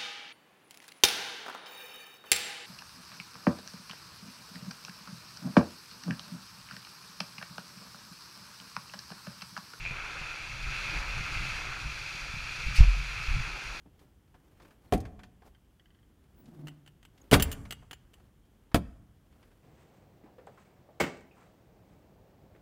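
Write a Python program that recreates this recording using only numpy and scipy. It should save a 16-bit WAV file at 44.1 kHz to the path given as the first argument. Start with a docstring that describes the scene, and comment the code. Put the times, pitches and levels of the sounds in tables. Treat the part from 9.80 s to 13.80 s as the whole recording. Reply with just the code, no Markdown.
"""A narrow cave passage with a rushing stream, heard from a cased camera on a walking caver's helmet.
Dense bubbles and spray blur between the rock walls, and the case rings near 2.5 kHz. The mount rumbles
and bumps as the caver moves, and the case ticks; at 3 s it scrapes the rock and knocks with a deep thud.
"""
import sys
import numpy as np
from scipy import signal
from scipy.fft import rfft, irfft
from scipy.io import wavfile

SR = 44100
rng = np.random.default_rng(int(sys.argv[2]) if len(sys.argv) > 2 else 0)


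def to_wav(sig):
    """Store sig (one row per channel, or 1-D mono) as 16-bit WAV at the path in sys.argv[1].

    Samples outside -1..1 are clipped; the rate is SR.
    """
    pcm = np.clip(np.atleast_2d(sig), -1, 1) * 32767
    pcm = np.round(pcm).astype(np.int16)
    wavfile.write(sys.argv[1], SR, pcm.T)  # frames by channels


N = 176400
T = np.arange(N) / SR

# Swells of the four water layers as the head turns. Each row: time in seconds, level in dB.
CHURN_LEVEL = [(0, -59.5), (.24, -51.5), (.6, -55.5), (.85, -57), (1.1, -49), (1.43, -53), (1.88, -52),
               (2.1, -55.5), (2.65, -56.5), (3.15, -57), (3.4, -56.5), (3.7, -53.5), (4, -53)]
GURGLE_LEVEL = [(0, -51.5), (.1, -50.5), (.23, -43), (.45, -46.5), (.78, -50), (.9, -45), (1.02, -43),
                (1.14, -41.5), (1.3, -45), (1.55, -43), (1.9, -44), (2.1, -46.5), (2.45, -48), (2.9, -47),
                (3.05, -44.5), (3.2, -48.5), (3.3, -45.5), (3.55, -43.5), (3.7, -43.5), (3.8, -45.5),
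                (4, -47.5)]
RUSH_LEVEL = [(0, -44), (.15, -43.5), (.7, -44.5), (.82, -45), (.92, -39), (1.1, -37.5), (1.22, -41.5),
              (1.38, -41), (1.52, -39.5), (1.7, -38), (1.92, -43.5), (2.2, -43.5), (2.6, -43.5), (2.8, -40),
              (3.0, -41.5), (3.25, -42), (3.5, -40), (3.8, -43), (4, -46)]
SPRAY_LEVEL = [(0, -51.5), (.22, -51), (.27, -50), (.5, -49), (.8, -49), (1.02, -44.5), (1.3, -47),
               (1.7, -44), (1.95, -48), (2.3, -45.5), (2.55, -47.5), (2.8, -45.5), (3.2, -46.5),
               (3.5, -45.5), (3.75, -49), (4, -46.5)]
# Tone of each layer through the case. Each row: frequency in Hz, gain in dB.
CHURN_EQ = [(190, -2), (300, -5), (460, -4), (650, -2.5), (820, 2), (1000, 1), (1300, -5.5), (2000, -10)]
GURGLE_EQ = [(600, -27), (820, -17.5), (980, -8), (1130, -5), (1310, 3), (1600, 2.5), (1850, -3),
             (2200, -24), (3000, -36)]
RUSH_EQ = [(1400, -25), (1900, -14), (2200, -4.5), (2450, -0.5), (2650, -2.5), (2950, -15), (3500, -16)]
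SPRAY_EQ = [(2000, -6.5), (3000, -7.5), (3500, -0.5), (3780, -7), (4120, 1), (4400, -3), (4660, 0.5),
            (5260, -8.5), (5620, -3.5), (5850, -7), (6030, -4.5), (6350, -10), (6700, -7.5), (7300, -14.5),
            (8200, -18.5), (10200, -18.5), (11800, -26.5), (13000, -25.5), (14300, -29), (15300, -23.5)]
# Texture of each layer. In order: bubbles per second, spread of their strengths in dB,
# ring length in cycles, wash level in dB, flutter depth in dB, trim in dB.
CHURN_TEXTURE = (902.5, 2.5, 16.5, -0.5, 1.3, 1)
GURGLE_TEXTURE = (1480, 2.5, 14.5, -1, 1.62, -.5)
RUSH_TEXTURE = (2483, 2, 23, 0.5, 0.5, 1)
SPRAY_TEXTURE = (5007, 3, 6.5, 1.5, 0.55, -0.5)
# Handling rumble of the mount. Each row: time in seconds, level in dB.
RUMBLE_LEVEL = [(0, -42), (.15, -44), (.3, -49), (.55, -49), (.76, -46), (.85, -36), (.98, -44.5),
                (1.15, -38.5), (1.4, -40), (1.65, -35.5), (1.8, -46.5), (2.05, -37.5), (2.3, -49.5),
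                (2.55, -42.5), (2.78, -44.5), (2.9, -35), (3.1, -41), (3.3, -42), (3.44, -45.5),
                (3.52, -34), (3.59, -29.5), (3.65, -40.5), (3.85, -47.5), (4, -46.5)]
# Tone of the helmet's noises. Each row: frequency in Hz, gain in dB.
RUMBLE_EQ = [(15, 0), (28, 3), (42, 2.5), (60, -5), (80, -10.5), (110, -6.5), (150, -8.5), (190, -21),
             (260, -29), (500, -69)]
CRUNCH_EQ = [(100, -4), (170, 5), (270, -2), (400, -8), (600, -7), (1100, 0), (1800, -14), (2450, 4),
             (3200, -10), (8000, -29)]
SCRAPE_EQ = [(500, -11), (1500, -5), (2500, 12), (3200, -1.5), (4700, 5.5), (7500, -9.5), (10500, -15),
             (12000, -27), (15000, -26)]
SCUFF_EQ = [(5000, -6), (9500, 8), (12000, -4), (13500, -2), (15000, -3)]
# Taps on the case and bumps in the mount. Each row: start in seconds, strength in dB.
TICK_HITS = [(.052, -24), (.062, -27), (.074, -28), (.109, -28), (3.037, -26.5)]
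JOLT_HITS = [(0.108, -29), (.412, -36), (0.695, -40), (0.851, -48), (1.119, -35), (1.151, -44),
             (1.367, -28), (1.405, -27), (1.564, -31.5), (1.676, -43), (1.725, -33), (1.867, -33),
             (2.347, -36), (2.537, -29.5), (2.567, -31.5), (2.652, -36), (2.831, -39), (2.882, -25),
             (3.041, -24), (3.581, -33), (3.672, -37)]
# Blows on the helmet. Each row: start in seconds, strength in dB, contact time in seconds.
KNOCK_HITS = [(2.855, -20.5, 0.021), (2.981, -7.5, 0.019), (3.003, -4.5, 0.0075), (3.024, -15, .012),
              (3.074, -17.5, .014), (3.479, -24.5, 0.011), (3.505, -23, 0.0097), (3.533, -23.5, 0.016),
              (3.588, -24.5, 0.017)]
# Resonances of case and mount. Each row: frequency in Hz, gain in dB, 60 dB decay time in seconds.
CASE_MODES = [(2340, -12.5, 0.065), (2430, 4.5, 0.068), (2590, -4, 0.076)]
MOUNT_MODES = [(42.4, -8.5, 0.57), (55.3, 2, 0.107), (89, -4, 0.083), (133, -4.5, 0.057), (230, -16, 0.11)]


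def from_db(db):
    """Decibels to gain."""
    return 10 ** (np.asarray(db) / 20)


def rms_one(x):
    """Scale to unit rms."""
    return x / np.sqrt(np.mean(x ** 2) + 1e-20)


def level(rows):
    """A fader ride through rows of time in seconds and level in dB."""
    return from_db(np.interp(T, *np.transpose(rows)))


def coloured(x, points):
    """EQ a steady sound, falling steeply beyond both ends of the curve; rms 1."""
    hz, db = np.transpose(points)
    f = np.maximum(np.arange(N // 2 + 1) * SR / N, 1)
    skirts = np.minimum(1, np.minimum(f / hz[0], hz[-1] / f)) ** 3
    curve = from_db(np.interp(np.log(f), np.log(hz), db))
    return rms_one(irfft(rfft(x) * skirts * curve, N))


def drift(rate):
    """A smooth random wobble with spread 1."""
    r = np.exp(-80 * np.pi * rate / SR)
    slow = signal.lfilter([1], [1, -2 * r, r * r], rng.standard_normal(N // 40 + 2002))[2000:]
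    return np.interp(np.arange(N) / 40, np.arange(len(slow)), rms_one(slow))


def ring(force, hz, t60):
    """A unit click sets a sine of height 1 ringing."""
    r = np.exp(-np.log(1000) / (t60 * SR))
    w = 2 * np.pi * min(hz, SR / 2 - 1) / SR
    return signal.lfilter([0, np.sin(w)], [1, -2 * r * np.cos(w), r * r], force + 1e-18)


def burst(start, attack, hold, t60):
    """Envelope: rise, hold, die away."""
    rise = np.clip((T - start) / attack, 0, 1)
    return rise * np.exp(-np.log(1000) * np.maximum(T - start - attack - hold, 0) / t60)


def grains(per_s, spread_db):
    """Random clicks, many small and a few large."""
    sizes = from_db(spread_db * np.minimum(rng.exponential(1, N), 4)) * rng.choice([-1, 1], N)
    return sizes * (rng.random(N) < per_s / SR)


def push(start, contact):
    """Force of a soft contact, area 1: the longer it lasts, the duller the hit."""
    force = np.sin(np.pi * np.clip((T - start) / contact, 0, 1)) ** 2
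    return force / force.sum()


def cave(sound, t60_s=0.37, echo_db=-1.5):
    """Direct sound plus the dense echoes of close rock walls."""
    echoes = rng.standard_normal(SR) * burst(0, 0.012, 0, t60_s)[:SR]
    return sound + from_db(echo_db) * signal.fftconvolve(sound, echoes / np.linalg.norm(echoes))[:N]


def water(swells, eq, texture, low_hz, high_hz, pitch_count=48):
    """Bubbles of many pitches ring in the passage over the wash of water farther away."""
    per_s, spread_db, cycles, wash_db, flutter_db, trim_db = texture
    pops = grains(per_s, spread_db)
    pitch_index = rng.integers(0, pitch_count, N)
    pitches = np.geomspace(low_hz, high_hz, pitch_count)
    bubbles = sum(np.sqrt(hz) * ring(pops * (pitch_index == k), hz, cycles / hz)
                  for k, hz in enumerate(pitches))
    blurred = coloured(cave(bubbles), eq)
    wash = from_db(wash_db) * coloured(rng.standard_normal(N), eq)
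    return rms_one(blurred + wash) * level(swells) * from_db(trim_db + flutter_db * drift(36))


def stream():
    """Deep water churns, large bubbles gurgle, small ones rush, spray fizzes."""
    return (water(CHURN_LEVEL, CHURN_EQ, CHURN_TEXTURE, low_hz=273, high_hz=1350)
            + water(GURGLE_LEVEL, GURGLE_EQ, GURGLE_TEXTURE, low_hz=773, high_hz=2480)
            + water(RUSH_LEVEL, RUSH_EQ, RUSH_TEXTURE, low_hz=1577, high_hz=3460)
            + water(SPRAY_LEVEL, SPRAY_EQ, SPRAY_TEXTURE, low_hz=2900, high_hz=16000))


def rumble(shudder_db=1.87, shudder_per_s=12):
    """The mount shudders unevenly as the caver moves."""
    low_end = coloured(rng.standard_normal(N), RUMBLE_EQ)
    shudder = from_db(shudder_db * drift(shudder_per_s))
    return level(RUMBLE_LEVEL) * rms_one(low_end * shudder)


def ticks():
    """Light cushioned taps ring the case, each mode with a new strength on every tap."""
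    taps = np.array([from_db(db) * push(start, contact=0.0003) for start, db in TICK_HITS])
    return sum(ring(from_db(db + rng.normal(0, 1.9, len(taps))) @ taps, hz, t60)
               for hz, db, t60 in CASE_MODES) / 2


def jolts():
    """The camera shifts in its mount with short dull bumps."""
    force = sum(from_db(db) * push(start, contact=0.0036) for start, db in JOLT_HITS)
    return ring(force, hz=141, t60=0.051)


def knocks(crunch_db=-29.5):
    """Soft blows shake the mount's low modes and crush a little grit."""
    force = sum(from_db(db) * push(start, contact) for start, db, contact in KNOCK_HITS)
    thud = sum(from_db(db) * ring(force, hz, t60) for hz, db, t60 in MOUNT_MODES)
    crush = sum(from_db(db) * burst(start, contact / 2, hold=0, t60=0.11)
                for start, db, contact in KNOCK_HITS)
    grit = coloured(grains(per_s=4300, spread_db=3), CRUNCH_EQ)
    return thud + from_db(crunch_db) * crush * grit


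def scrape(start_s=2.944, attack_s=0.021):
    """The case brushes the rock just before the big thud, with a bright scuff at first touch."""
    rub = from_db(-35) * burst(start_s, attack_s, hold=0.024, t60=0.17)
    scuff = from_db(-47) * burst(start_s, attack_s, hold=0, t60=0.086)
    return (rub * coloured(rng.standard_normal(N), SCRAPE_EQ)
            + scuff * coloured(rng.standard_normal(N), SCUFF_EQ))


def scene():
    """A mono bed of water with the helmet's own noises up close."""
    return (stream() + rumble() + jolts() + knocks() + scrape() + ticks())[None]


def record(dry, cutoff_hz=15250):
    """A steep low-pass takes off the very top."""
    return signal.sosfilt(signal.ellip(10, .1, 80, cutoff_hz, fs=SR, output="sos"), dry)


dry = scene()
out = record(dry)
to_wav(out)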